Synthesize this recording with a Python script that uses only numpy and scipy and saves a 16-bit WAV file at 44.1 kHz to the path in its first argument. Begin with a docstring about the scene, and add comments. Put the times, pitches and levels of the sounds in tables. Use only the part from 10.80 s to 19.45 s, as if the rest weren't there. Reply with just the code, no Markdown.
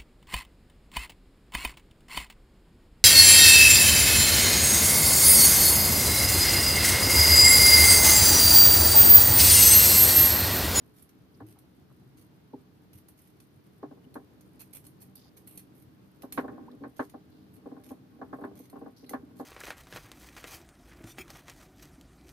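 """Faint scratches and clicks of steel over lapping water: a fisherman prises a hook from a small fish
with a knife, on an outrigger boat adrift in a calm. The blade slips and drags on bone, rubs wet skin
and rings with the hook. Loose wood knocks dully on the hull and rings its planks. Ripples lap under
the boards; trapped air gurgles and wavelets break into tiny bubbles."""
import sys
import numpy as np
from scipy import signal
from scipy.fft import rfft, irfft, next_fast_len
from scipy.io import wavfile

SR = 44100
rng = np.random.default_rng(int(sys.argv[2]) if len(sys.argv) > 2 else 0)


def file_out(sig):
    """Save sig as 16-bit WAV at sys.argv[1]."""
    # one column per channel
    cols = np.atleast_2d(sig).T
    # limit, then scale
    lim = np.clip(cols, -1, 1)
    pcm = np.round(lim * 32767).astype(np.int16)
    wavfile.write(sys.argv[1], SR, pcm)


N = 381465
T = np.arange(N) / SR

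# Table levels are relative. Spectra: (frequency [Hz], density [dB]).
FAR_HISS_SPECTRUM = [(300, -9.5), (700, 7.5), (1500, 3), (2500, -2), (4500, -3.5), (6500, -12), (7600, -27),
                     (9500, -13.5), (12000, -8), (14500, -8), (16000, -22.5)]  # far water and air
LAP_SPECTRUM = [(25, -38), (45, -18), (70, 1.5), (100, 4), (135, 9), (190, 0), (225, 0.5), (300, 1),
                (420, -7.5), (520, -16), (900, -25), (2000, -39.5)]  # ripples on the hull
HULL_SPECTRUM = [(60, -28), (135, 5), (190, -14), (260, 6), (500, 7.5), (1100, 2), (1700, 1.5),
                 (2000, -4.5), (2800, -13), (4500, -12)]  # dense, fast-dying part of the hull's ring
STEEL_SPECTRUM = [(2000, -32), (7200, -42), (8000, -8.5), (9600, 0), (10300, -10.5), (11500, 0.5),
                  (13700, -6), (15000, -13), (15600, -40)]  # hiss of steel
BONE_SPECTRUM = [(500, 5), (1500, -2), (2300, 1), (3900, -2.5), (4300, 2), (4800, -2.5), (6500, 0),
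                 (7100, -6), (12000, -7)]  # cracking bone
# stereo width: (frequency [Hz], side minus mid [dB])
STEREO_WIDTH = [(30, 3), (70, -5.5), (140, -10), (280, -7.5), (550, -1.5), (1100, 0), (2200, 0)]
# ripple strength under the boards: (time [s], level [dB])
LAPPING = [(0.0, -69), (2.9, -72.5), (3.25, -62), (4.7, -63), (5.35, -66), (5.7, -43.5), (6.1, -62),
           (6.5, -61.5), (7.0, -56), (7.3, -60), (7.68, -51), (7.88, -63), (8.05, -49), (8.17, -66),
           (8.65, -50.5)]
# hull cavity: (frequency [Hz], bandwidth [Hz], level [dB])
HOLLOW_MODES = [(137.3, 5.1, -5.5), (190.4, 6.4, 3.5), (265, 26.5, -8), (305, 4.8, 2), (423.3, 3.55, -3.5)]
# breaking wavelets: (time [s], level [dB], centre [Hz])
PLIPS = [(0.757, -58.5, 817), (1.095, -61.5, 1000), (4.455, -61, 940)]
# air pockets: (time [s], level [dB], start pitch [Hz], glide [octaves/s], t60 [s])
GULPS = [(0.608, -37, 304, 1.5, 0.24), (0.619, -45.5, 106.5, 1.5, 0.47), (1.734, -44, 779, 0.5, 0.064),
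         (2.15, -40.5, 124, -17, 0.13), (5.877, -36.5, 740, 41, 0.054)]
# hull planks: (frequency [Hz], level [dB], t60 [s])
HULL_MODES = [(259, 5.5, 0.089), (293, 0, 0.13), (397, -4.5, 0.19), (467.2, -5, 0.12), (590, -7, 0.083),
              (668, -18, 0.15), (783.8, -3, 0.12), (859, -21, 0.17), (1014, -13, 0.17), (1085, -3.5, 0.11),
              (1180, -9.5, 0.05), (1255, -16.5, 0.038), (1410, -16.5, 0.12), (1456, -7, 0.034),
              (1565, -5, 0.091), (1717, -7.5, 0.1), (1783, -16, 0.11)]
# loose wood on the hull, harder = higher corner: (time [s], level [dB], corner [Hz])
KNOCKS = [(0.602, -48.5, 1340), (1.731, -41, 500), (3.028, -38.5, 905), (3.109, -47.5, 720),
          (3.168, -53.5, 540), (3.258, -51.5, 398), (3.354, -39.5, 1320), (5.432, -42.5, 960),
          (5.575, -29, 2500), (5.641, -40, 870), (5.679, -43.5, 1610), (5.711, -50.5, 680),
          (5.777, -46.5, 890), (5.93, -47.5, 427), (6.003, -48.5, 484), (6.017, -41.5, 427),
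          (6.035, -43, 1800), (6.056, -46, 610), (6.193, -31.5, 1820), (6.339, -44, 850), (6.857, -41, 700),
          (6.913, -44, 706), (6.963, -50.5, 1050), (7.106, -41.5, 786), (7.387, -52.5, 600),
          (7.414, -39.5, 1150), (7.528, -39.5, 1380), (7.584, -44, 790), (7.612, -45.5, 1060),
          (7.637, -39, 1530), (7.67, -49, 680), (7.71, -49.5, 670), (7.795, -50.5, 560), (7.928, -48, 940),
          (7.956, -45, 1060), (8.012, -43.5, 720), (8.059, -43.5, 900), (8.227, -47.5, 490),
          (8.304, -45, 750), (8.333, -35, 1820), (8.424, -47.5, 380), (8.596, -37, 900)]
# high ring of blade and hook: (frequency [Hz], bandwidth [Hz], level [dB])
STEEL_MODES = [(9450, 140, -4.5), (11040, 300, 0), (11580, 150, 1), (12050, 150, -9), (12140, 160, -9.5),
               (12700, 130, -1), (14800, 130, -3)]
# low ring of the blade: (frequency [Hz], level [dB], t60 [s])
BLADE_MODES = [(2032, -6.5, 0.048), (4260, -1, 0.05)]
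# pan of the knife: (frequency [Hz], left minus right [dB])
STEEL_BALANCE = [(5000, 0), (8500, 2), (9600, 10.5), (10900, -10), (13100, -12.5), (14500, 4)]
# wet skin on steel, plus a short broad rustle at 8.24 s: (time [s], level [dB], length [s], centre [Hz],
# bandwidth [Hz])
RUBS = [(0.541, -71, 0.015, 4960, 890), (3.241, -70, 0.013, 2960, 400), (3.8, -67, 0.035, 2590, 600),
        (3.936, -68.5, 0.046, 2570, 600), (4.354, -66, 0.14, 4260, 2620), (4.677, -73.5, 0.16, 2800, 900),
        (5.914, -61, 0.008, 4100, 900), (6.357, -83, 0.13, 3600, 2000), (6.515, -77.5, 0.22, 3880, 2000),
        (8.163, -67, 0.09, 4730, 2100), (8.243, -62, 0.01, 1970, 2000), (8.26, -66, 0.032, 4200, 700)]
# blade drags: (time [s], level [dB], length [s], bone rasp [dB])
SCRATCHES = [(0.136, -58.5, 0.11, 2), (0.663, -57.5, 0.065, 1), (1.37, -60.5, 0.062, 3),
             (2.128, -54.5, 0.061, 0), (2.367, -62, 0.14, 0), (3.792, -42, 0.028, -1),
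             (3.929, -41, 0.042, -4.5), (4.038, -55, 0.029, 2), (4.2, -49, 0.03, -1.5),
             (4.564, -50, 0.019, -1), (4.666, -52.5, 0.1, -8), (4.949, -58.5, 0.08, -4),
             (5.541, -56, 0.071, 4), (6.159, -57, 0.094, 5), (6.732, -57.5, 0.029, -3),
             (7.034, -55.5, 0.084, 2), (7.533, -64, 0.14, -5), (7.751, -57.5, 0.11, 5),
             (8.301, -59, 0.045, 12), (8.559, -58, 0.056, 5)]
# steel slipping off bone and hook: (time [s], level [dB], bone crack [dB])
CLICKS = [(0.223, -44.5, -12), (0.29, -52, 4), (0.787, -49, -1), (2.132, -54.5, 6), (2.284, -42, -5),
          (2.416, -51.5, -8), (2.601, -48.5, 2.5), (3.341, -44, -2.5), (3.608, -51.5, 3.5),
          (3.812, -45, -1), (3.933, -43, -4), (3.968, -44, 1), (4.066, -40.5, -6.5), (4.219, -43.5, -6),
          (4.354, -40, -11), (4.572, -46, 1), (4.673, -36.5, -8.5), (4.683, -51, -19), (4.709, -45, -8),
          (4.774, -32.5, -6), (4.792, -44, -2), (5.42, -42.5, 4), (5.523, -27.5, -1.5), (6.296, -48.5, 3),
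          (6.765, -55, -1), (7.114, -50.5, -5), (7.79, -44.5, -3), (7.898, -46, -2), (8.293, -34, -0.5)]


def from_db(db):
    """Decibels to gain."""
    return 10 ** (np.asarray(db) / 20)


def unit_rms(x):
    """Scale to unit power."""
    return x / np.sqrt(np.mean(x ** 2) + 1e-20)


def tint(x, points):
    """Filter by a curve of (frequency [Hz], gain [dB])."""
    hz, db = np.transpose(points)
    size = next_fast_len(x.shape[-1])
    bins_hz = np.maximum(np.fft.rfftfreq(size, 1 / SR), 1)
    gain = from_db(np.interp(np.log(bins_hz), np.log(hz), db))
    return irfft(rfft(x, size) * gain, size)[..., :x.shape[-1]]


def butter(x, order, corner_hz, kind="low"):
    """Butterworth filter."""
    return signal.sosfilt(signal.butter(order, corner_hz, kind, fs=SR, output="sos"), x)


def stereo_noise(size=N):
    """Near-white noise, narrow in the upper bass, uncorrelated in the treble."""
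    mid, side = rng.standard_normal((2, size))
    return unit_rms(mid + tint(side, STEREO_WIDTH) * np.array([[1], [-1]]))


def drift(rate_hz, size=N):
    """Smooth random curve, unit RMS."""
    steps = rng.standard_normal(size // 8)
    return unit_rms(np.interp(T[:size] * rate_hz, np.arange(len(steps)), steps))


def resonate(x, modes):
    """Parallel resonators: (frequency [Hz], bandwidth [Hz], level [dB])."""
    out = 0
    for hz, width_hz, db in modes:
        r = np.exp(-np.pi * width_hz / SR)
        feedback = [1, -2 * r * np.cos(2 * np.pi * hz / SR), r * r]
        out = out + from_db(db) * (1 - r * r) / 2 * signal.lfilter([1, 0, -1], feedback, x)
    return out


def band(x, hz, width_hz):
    """Two equal resonators in series, unit RMS."""
    mode = [(hz, width_hz, 0)]
    return unit_rms(resonate(resonate(x, mode), mode))


def uneven(x, spread_db=4.5, spacing_hz=210):
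    """Random resonances of one contact spot."""
    hz = np.arange(1, 100) * spacing_hz
    db = spread_db * np.clip(rng.standard_normal(len(hz)), -2, 2)
    return tint(x, np.transpose([hz, db])) / np.sqrt(np.mean(from_db(2 * db)))


def add(out, time_s, sound):
    """Mix in at time_s."""
    at = int(np.clip(round(time_s * SR), 0, N - 1))
    out[..., at:at + sound.shape[-1]] += sound[..., :N - at]


def water(wash_db=-59.0, hollow_db=-61.5, hiss_db=-71.0, follow=0.1, slosh_hz=480):
    """Ripples pat the hull, hum in its hollow and slosh the planks into ringing, over a far hiss."""
    lapping_db = np.interp(T, *np.transpose(LAPPING))
    wash = unit_rms(tint(stereo_noise(), LAP_SPECTRUM) * from_db(1.5 * drift(25)))
    hollow = unit_rms(resonate(stereo_noise() * from_db(1.5 * drift(30)), HOLLOW_MODES))
    slosh = butter(stereo_noise() * from_db(3.0 * drift(45)), 2, slosh_hz)
    plank_modes = [(hz, np.log(1000) / (np.pi * t60_s), db) for hz, db, t60_s in HULL_MODES]
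    planks = unit_rms(resonate(slosh, plank_modes))
    swell = from_db(follow * (lapping_db - lapping_db.mean()))
    ripples = swell * (from_db(wash_db) * wash + from_db(hollow_db) * hollow)
    hiss = unit_rms(tint(stereo_noise(), FAR_HISS_SPECTRUM))
    return ripples + from_db(lapping_db) * planks + from_db(hiss_db) * hiss


def plips(count=7, spread_s=0.026, spread_octaves=0.39, t60_cycles=16.0, rise_per_s=3.8):
    """Wavelets break into tiny bubbles, each ringing briefly with rising pitch."""
    out, t = np.zeros(N), T[:SR // 10]
    for time_s, db, centre_hz in PLIPS:
        for lag, detune in zip(rng.random(count), rng.standard_normal(count)):
            hz = centre_hz * 2 ** (spread_octaves * detune)
            chirp = np.sin(2 * np.pi * hz * t * (1 + rise_per_s * t / 2))
            add(out, time_s + spread_s * lag, from_db(db - 60 * t * hz / t60_cycles) * chirp)
    return out


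def gulps(glide_s=0.035, rise_s=0.0049, rough_db=3.5, wobble_octaves=0.069):
    """Trapped air pockets ring unsteadily and glide in pitch."""
    out, t = np.zeros(N), T[:SR // 4]
    for time_s, db, start_hz, octaves_per_s, t60_s in GULPS:
        unrest = drift(138.4)[:len(t)]
        hz = start_hz * 2 ** (octaves_per_s * np.minimum(t, glide_s) + wobble_octaves * unrest)
        envelope = from_db(db + rough_db * unrest - 60 * t / t60_s) * (1 - np.exp(-(t / rise_s) ** 2))
        add(out, time_s, envelope * np.sin(2 * np.pi * np.cumsum(hz) / SR))
    return out


def plank_rings(t, rise_cycles=2.58, width_db=-8.0, right_lead_s=0.00006, low_cut_hz=195):
    """Bending waves, highs first, lows swelling after; axes (side, mode, sample)."""
    hz, db, t60_s = np.transpose(HULL_MODES)[:, :, None]
    rise_s = rise_cycles / hz
    envelope = (1 - np.exp(-(t / rise_s) ** 4)) * from_db(db - 60 * np.maximum(t - rise_s, 0) / t60_s)
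    skew_rad = np.arctan(from_db(width_db + np.interp(hz, *np.transpose(STEREO_WIDTH))))
    sign = np.where(np.arange(len(hz)) % 2, -1, 1)[:, None]
    phase_rad = [2 * np.pi * hz * (t - side * right_lead_s / 2) - side * sign * skew_rad
                 for side in (1, -1)]
    # small planks radiate little below their lowest mode
    return butter(sign * envelope * np.sin(phase_rad), 2, low_cut_hz, "high")


def hull_knocks(rise_s=0.00035, hold_s=0.014, dense_t60_s=0.09, tail_db=-32, tail_t60_s=0.34,
                vary_db=2.0, hard_hz=1700, edge_db=-27, edge_t60_s=0.092):
    """Loose wood rings the hull; harder contacts are brighter, with a short, splashy edge."""
    out, t = np.zeros((2, N)), T[:SR // 3]
    rings = plank_rings(t)
    # echoes between the boat's sides sustain the dense ring for hold_s
    held = from_db(-60 * np.maximum(t - hold_s, 0) / dense_t60_s)
    tail = from_db(tail_db - 60 * t / tail_t60_s)
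    dense_envelope = (1 - np.exp(-(t / rise_s) ** 2)) * (held + tail)
    for time_s, db, corner_hz in KNOCKS:
        mode_gains = from_db(vary_db * rng.standard_normal(len(HULL_MODES)))
        dense = unit_rms(tint(stereo_noise(len(t)), HULL_SPECTRUM)) * dense_envelope
        body = butter(mode_gains @ rings + dense, 3, corner_hz)
        edge = band(uneven(stereo_noise(len(t))), hz=3400, width_hz=2200)
        edge *= from_db(edge_db - 60 * t / edge_t60_s) * (corner_hz / hard_hz) ** 0.91
        add(out, time_s, from_db(db) * (body + edge))
    return out


def fingers(level_db=-81, bone_db=-14.0, patchy_db=7.5):
    """Restless grip on the fish: faint, uneven crackle."""
    grit = tint(stereo_noise(), STEEL_SPECTRUM) + from_db(bone_db) * tint(stereo_noise(), BONE_SPECTRUM)
    patches = from_db(patchy_db * (np.tanh(drift(22)) + 2 * np.tanh(drift(260))))
    return from_db(level_db) * unit_rms(grit * patches)


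def stroke(length_s, ramp_s):
    """Envelope of one drag, ramped at both ends."""
    t = T[:SR // 3]
    return np.clip(t / ramp_s, 0, 1) * np.clip((length_s + ramp_s - t) / ramp_s, 0, 1)


def sliding_noise(size, shift_hz=30):
    """Friction whose resonances shift as the contact slides between spots."""
    mix_rad = np.pi * drift(shift_hz, size) / 2
    return np.cos(mix_rad) * uneven(stereo_noise(size)) + np.sin(mix_rad) * uneven(stereo_noise(size))


def stick_slip(size, rate_hz, spread_db=4.0, slip_s=0.0012, smooth_share=0.22):
    """Power of a drag that catches at random and lets go in tiny bursts; mean 1."""
    jerks = (rng.random(size) < rate_hz / SR) * from_db(2 * spread_db * np.tanh(rng.standard_normal(size)))
    power = signal.lfilter([1], [1, -np.exp(-1 / (slip_s * SR))], jerks + 1e-18)
    return smooth_share + (1 - smooth_share) * power / power.mean()


def skin_rubs(blade_db=-6.5, ease_db=8.5):
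    """Wet skin on steel: a gritty, half-pitched rasp that eases off; the blade sings faintly along."""
    out = np.zeros((2, N))
    for time_s, db, length_s, hz, width_hz in RUBS:
        envelope = stroke(length_s, ramp_s=0.0023)
        size = len(envelope)
        envelope *= from_db(ease_db * (0.5 - np.minimum(T[:size] / length_s, 2)))
        envelope *= np.sqrt(stick_slip(size, rate_hz=600))
        friction = sliding_noise(size)
        blade = from_db(blade_db) * unit_rms(resonate(friction, STEEL_MODES))
        add(out, time_s, from_db(db) * envelope * (band(friction, hz, width_hz) + blade))
    return out


def scattered_friction(power, echo_db=-2.5, echo_t60_s=0.16):
    """Friction of a given power plus short scatter off the deck."""
    fade = from_db(-120 / (echo_t60_s * SR))
    echo_power = from_db(2 * echo_db) * signal.lfilter([1 - fade], [1, -fade], power + 1e-18)
    return sliding_noise(len(power)) * np.sqrt(power + echo_power)


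def bite(power, crack_db, ring_db=2.0, bone_db=-5.5):
    """One contact of the edge: steel hisses and rings, bone rasps."""
    hiss = tint(scattered_friction(power), STEEL_SPECTRUM)
    ring = resonate(scattered_friction(power), STEEL_MODES)
    bone = tint(scattered_friction(power), BONE_SPECTRUM)
    return hiss + from_db(ring_db) * ring + from_db(bone_db + crack_db) * bone


def blade_ring(vary_db=6.0):
    """Free low ring of the blade; mode levels vary per strike."""
    hz, db, t60_s = np.transpose(BLADE_MODES)[:, :, None]
    t = T[:SR // 6]
    phase_rad = rng.uniform(0, 2 * np.pi, (2, len(hz), 1))
    envelope = from_db(db + vary_db * rng.standard_normal(hz.shape) - 60 * t / t60_s)
    return np.sum(envelope * np.sin(2 * np.pi * hz * t + phase_rad), axis=1)


def knife(click_db=-3.0, rise_s=0.0013, hold_s=0.0031, t60_s=0.024, blade_db=-14.5, blade_slope=0.36,
          hard_db=-30, scratch_db=-4.5, hard_catch_hz=700):
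    """Snaps and gritty drags crack the bone; harder snaps wake more of the blade's low ring."""
    out, t = np.zeros((2, N)), T[:SR // 5]
    for time_s, db, crack_db in CLICKS:
        decay_db = 60 * np.maximum(t - hold_s, 0) / t60_s
        burst = np.minimum(t / rise_s, 1) * from_db(db + click_db - decay_db)
        add(out, time_s, bite(burst ** 2, crack_db))
        ring_db = db + crack_db + blade_db + blade_slope * (db - hard_db)
        add(out, time_s, from_db(ring_db) * blade_ring())
    for time_s, db, length_s, rasp_db in SCRATCHES:
        drag = from_db(db + scratch_db) * stroke(length_s, ramp_s=0.0031)
        # light drags crackle from scale to scale, hard ones rasp
        catch_hz = hard_catch_hz * np.sqrt(from_db(db - hard_db))
        add(out, time_s, bite(drag ** 2 * stick_slip(len(drag), catch_hz), rasp_db))
    return np.array([tint(channel, [(hz, side * db / 2) for hz, db in STEEL_BALANCE])
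                     for channel, side in zip(out, (1, -1))])


def scene():
    """Boat and water in open air, stereo."""
    return hull_knocks() + knife() + fingers() + skin_rubs() + gulps() + plips() + water()


def record(dry):
    """Steep low-pass on the top treble."""
    cutoff_hz = 15400
    return signal.sosfilt(signal.ellip(10, .2, 70, cutoff_hz, fs=SR, output="sos"), dry)


dry = scene()
out = record(dry)
file_out(out)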